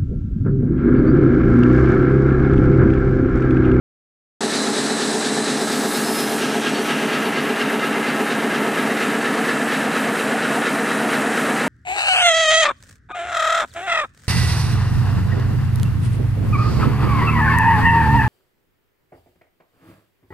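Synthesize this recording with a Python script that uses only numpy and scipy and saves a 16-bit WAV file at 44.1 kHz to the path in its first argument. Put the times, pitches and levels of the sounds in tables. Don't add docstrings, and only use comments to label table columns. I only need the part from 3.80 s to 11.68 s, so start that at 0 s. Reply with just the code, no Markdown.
import sys
import numpy as np
from scipy import signal
from scipy.fft import rfft, irfft, next_fast_len
from scipy.io import wavfile
from scipy.ndimage import map_coordinates

SR = 44100
rng = np.random.default_rng(int(sys.argv[2]) if len(sys.argv) > 2 else 0)


def waveform_to_disk(signal):
    frames = np.transpose(np.atleast_2d(signal))
    scaled = np.clip(frames, -1, 1) * 32767
    samples = np.round(scaled).astype(np.int16)
    wavfile.write(sys.argv[1], SR, samples)


N = 347508
TIME = np.arange(N) / SR
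TURN_HZ = 4.249


def amp(db):
    return 10 ** (np.asarray(db) / 20)


def unit(x):
    return x / np.sqrt(np.mean(x ** 2) + 1e-20)


def along(points, hz):
    point_hz, values = np.transpose(points)
    return np.interp(np.log(hz + 1), np.log(point_hz + 1), values)


def wobble(rate_hz):
    return map_coordinates(rng.standard_normal(int(N * rate_hz / SR) + 4), [TIME * rate_hz])


def filtered(x, response):
    size = next_fast_len(N + SR)
    return irfft(rfft(x, size) * response(np.fft.rfftfreq(size, 1 / SR)), size)[:N]


def coloured(x, spectrum):
    return unit(filtered(x, lambda hz: amp(along(spectrum, hz))))


def grainy_noise(spectrum, grain_db):
    return coloured(rng.standard_normal(N) * amp(grain_db * wobble(900)), spectrum)


def resonance(f, hz, width_hz):
    return 1j * f * width_hz / (hz * hz - f * f + 1j * f * width_hz)


def narrow_noise(hz, width_hz):
    size = next_fast_len(N)
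    f = np.fft.rfftfreq(size, 1 / SR)
    near = np.abs(f - hz) < 10 * width_hz
    phases = np.exp(2j * np.pi * rng.random(len(f)))
    return unit(irfft(near * resonance(f, hz, width_hz) ** 2 * phases, size)[:N])


def tone(hz, stray_hz, flutter_db):
    phase = 2 * np.pi * np.cumsum(hz + stray_hz * wobble(90)) / SR
    return unit(amp(flutter_db * wobble(60)) * np.sin(phase))


def past(at_s, over_s):
    return .5 + .5 * np.tanh(.5 * (TIME - at_s) / over_s)


def bell(at_s, sigma_s):
    return np.exp(-.5 * ((TIME - at_s) / sigma_s) ** 2)


def fade_db(before_db, after_db, at_s, over_s):
    return before_db + (after_db - before_db) * past(at_s, over_s)


def nearing_db(from_s=2.35, db_per_s=.7039):
    return db_per_s * np.maximum(TIME - from_s, 0)


def passing_bands(rows):
    return sum(amp(db) * bell(at_s, sigma_s) * narrow_noise(hz, width_hz)
               for hz, width_hz, db, at_s, sigma_s in rows)


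def every_turn(offsets_s, level_db, jitter_s, scatter_db):
    times_s = np.arange(int(N / SR * TURN_HZ) + 1)[:, None] / TURN_HZ + offsets_s
    samples = np.round((times_s + jitter_s * rng.standard_normal(times_s.shape)) * SR).astype(int)
    sizes = amp(level_db + scatter_db * rng.standard_normal(times_s.shape))
    return np.bincount(np.abs(samples).ravel(), sizes.ravel(), N)[:N]


def struck(offsets_s, level_db, modes):
    blows = every_turn(offsets_s, level_db, jitter_s=.00006, scatter_db=.5)
    return unit(filtered(blows, lambda f: sum((-1) ** k * amp(db) * resonance(f, hz, width_hz)
                                              for k, (hz, width_hz, db) in enumerate(modes))))


# offset in seconds, then relative level in dB on the frame early in the
BLOWS = [(0.0133, 14.0, 18.1, 17.5, 13.3), (0.0186, 1.4, 9.2, 20.5, 15.3),
         (0.0302, -21.9, -21.9, 10.4, 12.3), (0.0427, 19.9, 21.2, 20.9, 19.2),
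         (0.0637, 16.0, 16.0, -21.9, 16.6), (0.0821, 14.4, 20.1, 17.4, 15.9),
         (0.1014, 17.9, 18.7, 7.6, -21.9), (0.1114, 16.0, 20.3, 20.1, 17.2), (0.1335, 1.9, 12.0, 21.4, 3.7),
         (0.1544, 5.7, -21.9, 21.0, 18.4), (0.1643, 18.6, 21.1, 21.0, 16.7),
         (0.1797, -21.9, 5.3, 18.1, 19.2), (0.1886, 16.3, 17.1, 17.2, -21.9),
         (0.1981, 17.9, 21.6, 14.3, 17.3), (0.2235, 6.8, 15.5, 16.2, 15.1)]
# frequency in Hz, width in Hz, relative level in dB.
FRAME_MODES = [(145.0, 4.0, -16.4), (220.0, 9.2, -11.2), (256.8, 9.7, -9.8), (295.2, 4.0, -10.0)]
FIRST_COVER_MODES = [(333, 4, -24), (385.5, 10.3, -19.4), (425.2, 4, -13.9), (443.5, 34.3, -23.9),
                     (692, 11, -24.5), (828, 17, -27)]
LAST_COVER_MODES = [(350.6, 27.5, -25.4), (451.6, 40.3, -16.1), (442.1, 16.1, -14.4), (459.6, 4.0, -21.5)]


def knocks():
    offsets_s, early_db, late_db, first_db, last_db = np.transpose(BLOWS)
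    walked = past(at_s=5.25, over_s=.27)
    frame = (1 - walked) * struck(offsets_s, early_db, FRAME_MODES)
    frame += walked * struck(offsets_s, late_db, FRAME_MODES)
    first_covers = np.sqrt(1 - walked) * struck(offsets_s, first_db, FIRST_COVER_MODES)
    last_covers = np.sqrt(walked) * struck(offsets_s, last_db, LAST_COVER_MODES)
    body = amp(-26.7) * frame + amp(-27.1) * first_covers + amp(-32.2 + nearing_db()) * last_covers
    radiated_hz_db = [(40, -50), (90, -13), (125, -7.5), (165, 2), (520, -1.5), (1200, 1), (4000, -45)]
    return filtered(body, lambda hz: amp(along(radiated_hz_db, hz)))


# frequency in Hz, relative density in dB.
RUMBLE_SPECTRUM = [(25, -55.5), (60, -32.5), (100, -22.5), (160, -5.5), (210, -6.5), (280, -2), (320, -6.5),
                   (430, -6.5), (520, -14.5), (800, -18.5), (2000, -70)]


def rumble():
    return amp(-32.6 + .5 * nearing_db()) * coloured(rng.standard_normal(N), RUMBLE_SPECTRUM)


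def hum(hz=425.6, level_db=-39):
    return amp(level_db) * tone(hz, stray_hz=5, flutter_db=1)


# frequency in Hz, T60 in seconds.
HALL_T60 = [(200, 0.91), (2000, 0.68), (10000, 1)]


def hall(x):
    hz, age_s, noise = signal.stft(rng.standard_normal(SR // 2), SR, nperseg=256)
    decay = amp(-60 * age_s / along(HALL_T60, hz)[:, None])
    tail = signal.istft(noise * decay, SR, nperseg=256)[1]
    return signal.fftconvolve(x, tail / np.linalg.norm(tail))[:N]


# frequency in Hz, relative density in dB.
GEAR_SPECTRUM = [(300, -49), (450, -5), (500, -2), (580, 0), (660, 1), (830, -1), (950, -1.5), (1120, -5.5),
                 (1400, -8.5), (2500, -21.5), (6000, -56.5)]


def gears(ticks_per_turn=130, level_db=-31.3):
    slots = np.arange(ticks_per_turn) + rng.uniform(-1.005, 1, ticks_per_turn)
    offsets_s = slots / ticks_per_turn / TURN_HZ
    sizes_db = 2 * rng.standard_normal(ticks_per_turn)
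    ticks = coloured(every_turn(offsets_s, sizes_db, jitter_s=.00032, scatter_db=2), GEAR_SPECTRUM)
    return amp(level_db + nearing_db()) * unit(ticks + amp(.5) * hall(ticks))


# offset in seconds, rise in seconds, decay in seconds,
# relative low-band level in dB, relative high-band level in dB.
PAPER_STROKES = [(0.026, 0.013, 0.035, 2.8, 8.4), (0.115, 0.006, 0.038, -1, 1.5),
                 (.153, .012, .022, 3.5, 7), (.225, 0.0017, 0.17, -3, 0)]


def stroke_powers():
    low, high = np.zeros(N), np.zeros(N)
    for offset_s, rise_s, decay_s, low_db, high_db in PAPER_STROKES:
        age_s = (TIME - offset_s) % (1 / TURN_HZ)
        stroke = (1 - np.exp(-age_s / rise_s)) * np.exp(-age_s / decay_s)
        low += (amp(low_db) * stroke) ** 2
        high += (amp(high_db) * stroke) ** 2
    return low, high


def sliding(power, slide_db):
    return unit(np.sqrt(power + amp(slide_db) ** 2))


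# frequency in Hz, relative density in dB.
RASP_SPECTRUM = [(600, -54), (1050, -6.5), (1300, 0.5), (1520, -1.5), (1700, 2), (1900, -1), (2200, -6),
                 (2800, -21), (5000, -58)]
SWISH_SPECTRUM = [(1400, -38.5), (2150, -4), (2450, 0), (2750, -0.5), (3100, -2), (3600, -10), (5000, -25),
                  (8000, -60)]
SIZZLE_SPECTRUM = [(2500, -24.5), (3500, -1), (3900, 2), (4500, -0.5), (5200, -3), (6500, -6), (11000, -22),
                   (16000, -59)]
# frequency in Hz, width in Hz, level in dB, peak time and sigma in seconds.
STEEL_RINGS = [(1298, 24, -36.5, 4.3, 2.1), (1437, 42, -34, 7.0666, 0.69), (1625, 52, -36.5, 3.7, 2.1),
               (1750, 50, -34.5, 5.637, 0.67), (1758, 40, -41, 1.1, 0.78), (2068, 30, -37.3, 4.2, 1.0),
               (2650, 120, -42, 6.745, 1.9), (2775, 140, -38.5, 3.6557, 1), (3240, 260, -40, 2.7527, 0.339),
               (3800, 57.6, -44, 0.515, 0.907), (3700, 50.76, -48, 3.515, 2.8), (3850, 70, -48.5, 8, 4),
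               (4030, 40, -49.5, 7.5, 2.2)]
# time in seconds, boost in dB.
ACCENTS = [(2.87, 1.6), (3.11, 1.3), (3.82, 1.8), (4.29, .8), (4.53, 1), (5.225, 1.3), (5.69, .7),
           (5.93, 1.1), (6.87, 2), (7.34, 1.3)]


def paper():
    rasp_db = fade_db(-31, -28.6, at_s=3, over_s=.08) + nearing_db()
    swish_db = fade_db(-37.5, -34.2, at_s=2.55, over_s=.04)
    swish_db += 2.8 * bell(at_s=3.25, sigma_s=.3964)
    sizzle_db = fade_db(-29, -40.5, at_s=2.5, over_s=.5)
    low, high = stroke_powers()
    rasp = amp(rasp_db) * sliding(low, slide_db=-4.5) * grainy_noise(RASP_SPECTRUM, grain_db=.5)
    swish = amp(swish_db) * sliding(high, slide_db=-1) * grainy_noise(SWISH_SPECTRUM, grain_db=0)
    sizzle = amp(sizzle_db) * sliding(high, slide_db=-4) * grainy_noise(SIZZLE_SPECTRUM, grain_db=.5)
    steel = sliding(high, slide_db=-9.5) * passing_bands(STEEL_RINGS)
    accent_db = sum(db * bell(at_s, sigma_s=.022) for at_s, db in ACCENTS)
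    tension = amp(.3 * wobble(9.5) + accent_db)
    return tension * (rasp + swish + sizzle + steel)


# time in seconds, base level in dB.
AIR_LEVELS = [(0.65, -32), (1.67, -31), (2.01, -33), (2.21, -32), (3.48, -42), (5.26, -38.5), (7.85, -37)]
# frequency in Hz, relative density in dB.
HISS_SPECTRUM = [(2000, -27), (4200, -7), (5800, -1.5), (7000, 1), (8100, 3.5), (9400, 0), (10500, -3.5),
                 (12000, -14), (16000, -69)]
FIZZ_SPECTRUM = [(7000, -39), (9300, 3), (10300, 2.5), (11500, -0.5), (12500, 0), (13700, -5.5),
                 (14800, -8), (15600, -16.5)]
# frequency in Hz, width in Hz, relative level in dB.
AIR_WHISTLES = [(7880, 5, -13.5), (8042, 6, -14), (8122, 6, -13.5)]
# frequency in Hz, width in Hz, level in dB, peak time and sigma in seconds.
AIR_JETS = [(4012.7, 460.6, -42, 1.2, 0.505), (4020, 11, -39, 1.3, 0.9), (8000, 810, -39.5, 1.2, .65),
            (8070, 230, -45, 1.4, .45), (5128, 18, -47, 1.6, 0.8), (5860, 895, -43.5, 2.879, .4),
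            (7491.6, 14.04, -57, 6.7093, 1.214), (9229.5, 1000, -45.5, 7.131, 0.825)]


def air():
    air_db = np.interp(TIME, *np.transpose(AIR_LEVELS))
    flow = amp(.67 * wobble(13))
    hiss = amp(air_db - 2) * grainy_noise(HISS_SPECTRUM, grain_db=1.1741)
    whistles = sum(amp(db) * narrow_noise(hz, width_hz) for hz, width_hz, db in AIR_WHISTLES)
    whistles *= amp(air_db + fade_db(.5, -7, at_s=2.15, over_s=.2))
    spread = amp(-45) * past(at_s=1.77, over_s=.0486)
    beam = amp(-38) * bell(at_s=2.29, sigma_s=.21)
    fizz = (spread + beam) * amp(1.499 * wobble(15)) * grainy_noise(FIZZ_SPECTRUM, grain_db=1.3685)
    return flow * (hiss + fizz) + whistles + passing_bands(AIR_JETS)


# frequency in Hz, level in dB, peak time and sigma in seconds.
SQUEAL_BURSTS = [(5125, -36, 2.16, .015), (5125, -36.5, 2.28, .028), (5125, -34.5, 2.41, .05),
                 (5050, -39.5, 2.41, .05), (5125, -47, 2.6, .08)]


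def squeal():
    return sum(amp(db) * bell(at_s, sigma_s) * tone(hz, stray_hz=14, flutter_db=1.5)
               for hz, db, at_s, sigma_s in SQUEAL_BURSTS)


# peak time in seconds, level in dB.
ROLLER_CHIRPS = [(2.19, -40), (2.335, -40), (2.955, -40), (3.0, -39), (3.11, -42), (3.21, -45), (3.29, -44),
                 (3.34, -38), (3.455, -38.5), (3.585, -39), (3.82, -42.5), (4.29, -43)]


def squeaks(hz=4475, sigma_s=.016):
    envelope = sum(amp(db) * bell(at_s, sigma_s) for at_s, db in ROLLER_CHIRPS)
    return envelope * tone(hz, stray_hz=24, flutter_db=2.5)


def whirr(start_hz=598, rise_hz_per_s=1080, offset_s=.075, length_s=.172,
          first_pulse_s=.033, pulse_s=.042, pulse_db=3.5):
    age_s = (TIME - offset_s) % (1 / TURN_HZ)
    swell = np.sqrt(np.abs(np.sin(np.pi * np.minimum(age_s / length_s, 1))))
    pulses = amp(pulse_db * np.cos(2 * np.pi * (age_s - first_pulse_s) / pulse_s))
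    glide = tone(start_hz + rise_hz_per_s * age_s, stray_hz=24, flutter_db=3)
    return amp(fade_db(-48, -34, at_s=4.6, over_s=.6)) * unit(swell * pulses * glide)


def scene():
    machine = knocks() + rumble() + hum() + gears() + paper() + air() + squeal() + squeaks() + whirr()
    return np.array([machine, machine])


def record(dry):
    start_s, ramp_s, top_hz = .606, .003, 15600
    gate = np.clip((TIME - start_s) / ramp_s, 0, 1)
    return np.array([filtered(side * gate, lambda hz: hz < top_hz) for side in dry])


dry = scene()
out = record(dry)
waveform_to_disk(out)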